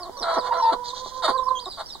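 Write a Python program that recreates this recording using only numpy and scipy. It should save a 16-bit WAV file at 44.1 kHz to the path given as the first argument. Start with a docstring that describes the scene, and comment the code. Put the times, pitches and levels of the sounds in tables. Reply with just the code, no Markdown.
"""Hens in a dirt yard, over outdoor air and a low hum. From the start chicks whistle arching peeps; a hen
murmurs, a beak taps, and one hen begins a long, thin moan whose second harmonic outweighs the fundamental. From
0.2 s another growls, uneven pulses and breath ringing in her throat and beak, with clucks that fall as the
throat relaxes. Near 0.5 s something rustles and the growl breaks into squeals. More rustles and growls follow,
a chick chirps upward, the moan ends at 1.65 s, and a last growl, peeps and a tap close the scene."""
import sys
import numpy as np
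from scipy import signal
from scipy.fft import rfft, irfft
from scipy.io import wavfile
from scipy.ndimage import uniform_filter1d

SR = 44100
rng = np.random.default_rng(int(sys.argv[2]) if len(sys.argv) > 2 else 0)


def dump(signal):
    """Clip the signal to [-1, 1] and save it as 16-bit WAV at the path in sys.argv[1]."""
    limited = np.clip(np.atleast_2d(signal).T, -1, 1)
    pcm = np.round(limited * 32767).astype(np.int16)
    wavfile.write(sys.argv[1], SR, pcm)


N = 88200
T = np.arange(N) / SR

# dull spectrum of murmurs, taps and clucks: (f/Hz, level/dB)
DULL_SPECTRUM = [(170, -6.5), (370, 4.5), (720, 4), (1150, 2.5), (1500, -25), (2600, -22.5), (12000, -63)]
PEEP_END_HZ = 3290


def from_db(db):
    """Amplitude ratio of a level in decibels."""
    return 10 ** (np.asarray(db) / 20)


def unit_rms(x):
    """Normalisation to unit mean power."""
    return x / np.sqrt(np.mean(x ** 2) + 1e-20)


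def in_time(rows):
    """Linear interpolation of each column over the times in the first."""
    times, *columns = np.transpose(rows)
    return [np.interp(T, times, column) for column in columns]


def gain_at(spectrum, hz):
    """Gain of a spectrum whose level is interpolated over log frequency."""
    f, db = np.transpose(spectrum)
    return from_db(np.interp(np.log(np.maximum(hz, 1)), np.log(f), db))


def gate(start, end, edge_s):
    """A window with raised-cosine edges."""
    return np.sin(np.pi / 2 * np.clip(np.minimum(T - start, end - T) / edge_s, 0, 1)) ** 2


def drift(rate_hz):
    """Random modulation: low-passed noise of unit power."""
    pole = np.exp(-2 * np.pi * rate_hz / SR)
    return unit_rms(signal.lfilter([1], [1, -2 * pole, pole * pole], rng.standard_normal(2 * N))[N:])


def colour(x, spectrum):
    """Minimum-phase filtering: folding the cepstrum makes the response causal."""
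    cepstrum = irfft(np.log(gain_at(spectrum, np.fft.rfftfreq(2 * N, 1 / SR))))
    cepstrum[1:N] *= 2
    cepstrum[N + 1:] = 0
    return irfft(rfft(x, 2 * N) * np.exp(rfft(cepstrum)))[..., :N]


def split(x, crossover_hz=2710):
    """A zero-phase crossover into body and treble."""
    body = signal.sosfiltfilt(signal.butter(4, crossover_hz, fs=SR, output="sos"), x)
    return body, x - body


def phase_of(hz):
    """Phase is the time integral of frequency."""
    return 2 * np.pi * np.cumsum(hz) / SR


def pan(left_db):
    """A level difference between left and right, as gains with a mean of 1."""
    ratio = from_db(left_db)
    return np.array([[ratio], [1]]) * 2 / (1 + ratio)


def background(air_db=-45.5, correlation=0.033, hum_hz=31.6, hum_db=-63.5):
    """Outdoor air is broadband noise, nearly incoherent between the sides; under it a low tone hums."""
    # spectrum of the air: (f/Hz, level/dB)
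    air_spectrum = [(25, -0.5), (120, -13.5), (900, -13.5), (1900, -24), (2500, -32), (3200, -22.5),
                    (4100, -20.5), (5400, -24.5), (15500, -34.5)]
    mid, side = colour(rng.standard_normal((2, N)), air_spectrum)
    air = np.sqrt(1 + correlation) * mid + np.sqrt(1 - correlation) * side * np.array([[1], [-1]])
    hum = from_db(hum_db + 2 * drift(5.0)) * np.sin(2 * np.pi * hum_hz * T)
    return from_db(air_db) * unit_rms(air) + hum


def whistle(hz, jitter=0.012, octave_db=-12):
    """A chick's voice: a sine with frequency jitter and a weak octave that fades on high notes."""
    phase = phase_of(hz * (1 + jitter * drift(250)))
    octave_gain = from_db(octave_db) * np.minimum(PEEP_END_HZ / hz, 1) ** 2
    return np.sin(phase) + octave_gain * np.sin(2 * phase)


def chicks(arch=2.5, top_gain=0.53, flutter_db=5.5):
    """Frequency glides: peeps arch over and are loudest in the steep fall; one chirp sweeps up."""
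    # peeps: (t/s of the top, fall time/s, top f/Hz, level/dB)
    peeps = [(-.03, 0.072, 5620, -37.5), (0.139, 0.046, 4970, -44), (0.187, 0.044, 5870, -31),
             (0.349, 0.055, 5920, -36), (.59, 0.077, 5750, -38.5), (.855, 0.046, 4877, -38),
             (1.342, .044, 4660, -36.5), (1.447, 0.047, 5420, -36), (1.618, .04, 4833, -36),
             (1.664, .055, 5120, -38.5), (1.699, 0.049, 4920, -36), (1.751, 0.052, 4724, -37.5),
             (1.849, 0.054, 4820, -42), (1.884, 0.063, 5550, -34.5)]
    # course of the chirp: (t/s, f/Hz, level/dB)
    chirp = [(1.551, 3315, -34.5), (1.577, 3198, -28), (1.59, 3305, -32.5), (1.605, 4880, -31.5)]
    hz, db = in_time(chirp)
    out = from_db(db) * whistle(hz) * gate(chirp[0][0], chirp[-1][0], edge_s=0.0018)
    for top_s, fall_s, top_hz, db in peeps:
        progress = (T - top_s) / fall_s
        hz = PEEP_END_HZ + (top_hz - PEEP_END_HZ) * np.exp(-np.abs(progress) ** arch)
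        swell = np.interp(progress, [-0.5, 0, 0.5, 1, 1.443], [0, top_gain, top_gain, 1, 0])
        out = out + from_db(db + flutter_db * drift(130)) * swell * whistle(hz)
    return out


def soft_voice(hz, harmonics):
    """Source and filter: a harmonic series weighted by the throat's dull spectrum."""
    phase = phase_of(hz)
    return sum(gain_at(DULL_SPECTRUM, k * hz) * np.cos(k * phase) for k in range(1, harmonics + 1))


def murmurs(jitter=0.052, low_cut_hz=610):
    """Short, soft closed-beak notes; high-pass filtering weakens the fundamental."""
    # notes: (start t/s, duration/s, f/Hz, level/dB)
    notes = [(-.01, .11, 349.1, -41.5), (0.168, 0.03, 559.3, -43), (1.659, 0.03, 364, -37)]
    out = 0
    for start, duration, hz, db in notes:
        voice = soft_voice(hz * (1 + jitter * drift(193)), harmonics=5)
        out = out + from_db(db) * gate(start, start + duration, edge_s=0.0018) * voice
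    return signal.sosfilt(signal.butter(2, low_cut_hz, "high", fs=SR, output="sos"), out)


def beak_taps(grit=0.73, decay_s=0.0019):
    """Damped impacts: an impulse and a burst of grit excite a dull, dead knock."""
    # impacts: (t/s, peak level/dB)
    impacts = [(.095, -24), (1.061, -23.5), (1.953, -29.5)]
    out = 0
    for start, db in impacts:
        contact = grit * rng.standard_normal(N) * (T > start) * np.exp(-np.abs(T - start) / decay_s)
        contact[int(start * SR)] += 1
        knock = colour(contact, DULL_SPECTRUM)
        out = out + from_db(db) * knock / np.abs(knock).max()
    return out


def moan(hz_per_db=2, jitter=0.013, flutter_db=3.0):
    """Coupled amplitude and frequency modulation: surges of effort make a held note louder and higher."""
    # course of the note: (t/s, fundamental f/Hz, level/dB)
    course = [(0.114, 503.7, -45), (0.202, 483.2, -41), (0.429, 497.1, -30.5), (0.703, 500.8, -29),
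              (0.841, 486.3, -36.5), (.985, 499, -40), (1.021, 512.3, -34.5), (1.109, 499.4, -49),
              (1.124, 511.4, -35.5), (1.32, 508.7, -28.5), (1.55, 510.2, -31.5), (1.65, 481, -45.5)]
    # surges of effort: (centre t/s, half duration/s, rise/dB)
    surges = [(0.935, 0.0057, 7.5), (1.36, 0.013, 10), (1.394, 0.0086, 8), (1.487, 0.0046, 10),
              (1.517, 0.008, 12.5)]
    # harmonics from the first: (level/dB, share of the surge followed, left minus right/dB)
    harmonics = [(-10.5, 0.57, -10.5), (1, 0.91, -10), (-27, 0.92, 1.5)]
    hz, db = in_time(course)
    surge_db = sum(rise * np.exp(-((T - centre) / half) ** 2) for centre, half, rise in surges)
    phase = phase_of((hz + hz_per_db * surge_db) * (1 + jitter * drift(79)))
    out = 0
    for k, (harmonic_db, share, left_db) in enumerate(harmonics, 1):
        amplitude = from_db(db + harmonic_db + share * surge_db + flutter_db * drift(36.8))
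        out = out + pan(left_db) * amplitude * np.sin(k * phase)
    return np.sqrt(2) * out * gate(course[0][0], course[-1][0], edge_s=0.0011)


def clucks(duration_s=0.033, top_hz=467.8, end_hz=154.9, fall_s=0.016, jitter=0.05):
    """Exponential relaxation: the pitch collapses as the throat slackens."""
    # clucks: (start t/s, level/dB)
    onsets = [(0.202, -41.5), (.363, -31.5), (.716, -33.5), (1.28, -32)]
    out = 0
    for start, db in onsets:
        hz = end_hz + (top_hz - end_hz) * np.exp(-np.maximum(T - start, 0) / fall_s)
        voice = soft_voice(hz * (1 + jitter * drift(255)), harmonics=10)
        out = out + from_db(db) * gate(start, start + duration_s, edge_s=0.0078) * voice
    return out


def growl_source(hz, rasp, weak_pulse=0.3, jitter=0.035, spread_db=3.5):
    """Period doubling: strong and weak pulses alternate; rasp adds unevenness and puffs of breath."""
    phase = phase_of(hz * (1 + jitter * rasp * drift(200)))
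    cycle = np.floor(phase / (2 * np.pi))
    strength = np.where(cycle % 2, weak_pulse, 1)
    pulses = np.diff(cycle, prepend=0) * strength * from_db(spread_db * rasp * rng.standard_normal(N))
    breath = rng.standard_normal(N) * strength * (1 + np.cos(phase))
    return np.sqrt(1 - rasp ** 2) * unit_rms(pulses) + rasp * unit_rms(breath)


def vocal_tract(source, beak_hz, throat_hz=(660, 1299), bandwidth_hz=90, ring_db=6):
    """Formant filtering: the throat colours the source, and narrow throat and beak resonances ring."""
    # broad response of the throat: (f/Hz, level/dB)
    throat_spectrum = [(150, -38.5), (480, -11), (1000, 3.5), (1950, -13.5), (2600, -19), (3650, -7.5),
                       (4550, -4.5), (5300, -25.5), (10000, -23.5), (11500, -55.5), (13500, -36),
                       (15500, -70.5)]
    voice = colour(source, throat_spectrum)
    resonators = [signal.iirpeak(hz, hz / bandwidth_hz, fs=SR) for hz in (*throat_hz, beak_hz)]
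    return voice + from_db(ring_db) * sum(signal.lfilter(b, a, voice) for b, a in resonators)


def growls(overshoot=0.55, settle_s=0.016):
    """Source and filter: rough pulses start high, settle in pitch and drive the vocal tract."""
    # growls: (pulse f/Hz, rasp 0-1, beak resonance f/Hz, [(t/s, level/dB, treble level/dB), ...])
    calls = [ (664, .68, 4080, [(.215, -62, -3), (.226, -28.5, -0.5), (.265, -25, -8), (.295, -20.5, -8.5),
             (.345, -24.5, -4.5), (.39, -22, -12.5), (.402, -60, -12)]), (670, 1, 2800, [(.42, -42, -2.5),
             (.472, -30.5, 0), (.5, -34, -20)]), (665.5, .58, 4100, [(.52, -23, -43.5), (.54, -28, -4.5),
             (.588, -26, -13.5), (.63, -44, 10), (.715, -29.5, -7.5), (.734, -19.5, -0.5),
             (.762, -63, -21)]), (613.5, 0.34, 3725, [(1.221, -34, 2), (1.247, -19.5, 3), (1.258, -17.5, 2),
             (1.272, -25, -3)]), (657, 0.82, 10000, [(1.273, -33, -7.5), (1.279, -19, -5.5),
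             (1.307, -24, 1), (1.335, -51.5, 11)]), (742, 0.94, 3800, [(1.772, -40, -3.5), (1.81, -28, 1.5),
             (1.84, -55.5, -12)])]
    out = 0
    for hz, rasp, beak_hz, course in calls:
        db, treble_db = in_time(course)
        start, end = course[0][0], course[-1][0]
        glide = 1 + overshoot * np.exp(-((T - start) / settle_s) ** 2)
        voice = vocal_tract(growl_source(hz * glide, rasp), beak_hz)
        voice /= np.sqrt(uniform_filter1d(voice ** 2, size=600) + 1e-9)  # even out the short-term power
        body, treble = split(voice)
        out = out + (body + from_db(treble_db) * treble) * from_db(db) * gate(start, end, edge_s=0.0017)
    return out


def rustles(half_duration_s=0.039, grain_db=2.0):
    """Amplitude-modulated noise: even strokes of dry, grainy hiss."""
    # strokes: (centre t/s, level/dB)
    strokes = [(0.463, -48.5), (0.881, -38.5), (0.979, -36.5), (1.074, -40), (1.166, -43)]
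    # spectrum of the hiss: (f/Hz, level/dB)
    hiss_spectrum = [(300, -19.5), (850, -2), (2600, -21.5), (3400, 1.5), (4300, 4.5), (5200, -3.5),
                     (6400, -1.5), (12000, -45.5)]
    envelope = sum(from_db(db) * np.exp(-((T - centre) / half_duration_s) ** 4) for centre, db in strokes)
    grains = rng.standard_normal(N) * from_db(grain_db * drift(270))
    return envelope * unit_rms(colour(grains, hiss_spectrum))


def squeals(jitter=0.0099, build_s=0.029):
    """Nearly periodic vibration: the growl breaks into a high, clear tone whose overtones build up."""
    # squeals: (start t/s, duration/s, f/Hz, level/dB)
    notes = [(0.503, 0.036, 946, -17.5), (0.593, 0.02, 991.4, -11.5), (0.617, 0.0953, 912, -17)]
    # harmonics from the first: (level/dB)
    harmonics = [-1, -27, -21.5, -27.5, -27]
    out = 0
    for start, duration, hz, db in notes:
        phase = phase_of(hz * (1 + jitter * drift(108)))
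        build = np.clip((T - start) / build_s, 0, 1)
        tone = sum(from_db(level) * (build if k > 1 else 1) * np.sin(k * phase)
                   for k, level in enumerate(harmonics, 1))
        out = out + np.sqrt(2) * from_db(db) * gate(start, start + duration, edge_s=0.012) * tone
    return out


def yard(x, t60_s, first_echo_s=0.002486):
    """Diffuse reflection from boards and walls: a short exponential tail, different on each side."""
    tail = rng.standard_normal((2, N)) * (T > first_echo_s) * from_db(-60 * T / t60_s)
    tail /= np.sqrt(np.sum(tail ** 2, axis=1, keepdims=True))
    return signal.fftconvolve(np.atleast_2d(x), tail, axes=1)[:, :N]


def far_side(x, gain_db=-2, shade_hz=7400, lag_s=0.000272):
    """Level and time differences: the side away from the birds is weaker, its treble duller and later."""
    body, treble = split(x)
    shaded = signal.sosfiltfilt(signal.butter(1, shade_hz, fs=SR, output="sos"), treble)
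    return from_db(gain_db) * (body + np.interp(T - lag_s, T, shaded))


def scene():
    """Superposition of direct sound, reflections and background; the birds stand to the right."""
    hen = growls() + squeals() + murmurs() + clucks() + beak_taps() + rustles()
    peeps, held_note = chicks(), moan()
    hen_echoes = yard(from_db(-4) * hen + from_db(-18) * held_note, t60_s=0.084)
    chick_echoes = yard(from_db(-6) * peeps, t60_s=0.15)
    left, right = hen + peeps + held_note + hen_echoes + chick_echoes + background()
    return np.array([far_side(left), right])


def record(dry, dip_hz=(2250, 3000), cutoff_hz=15800):
    """Frequency response of the microphone: a deep dip in the upper middle and a steep cut at the top."""
    dipped = signal.sosfilt(signal.butter(2, dip_hz, "bandstop", fs=SR, output="sos"), dry)
    return signal.sosfilt(signal.ellip(12, 0.1, 90, cutoff_hz, fs=SR, output="sos"), dipped)


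dry = scene()
out = record(dry)
dump(out)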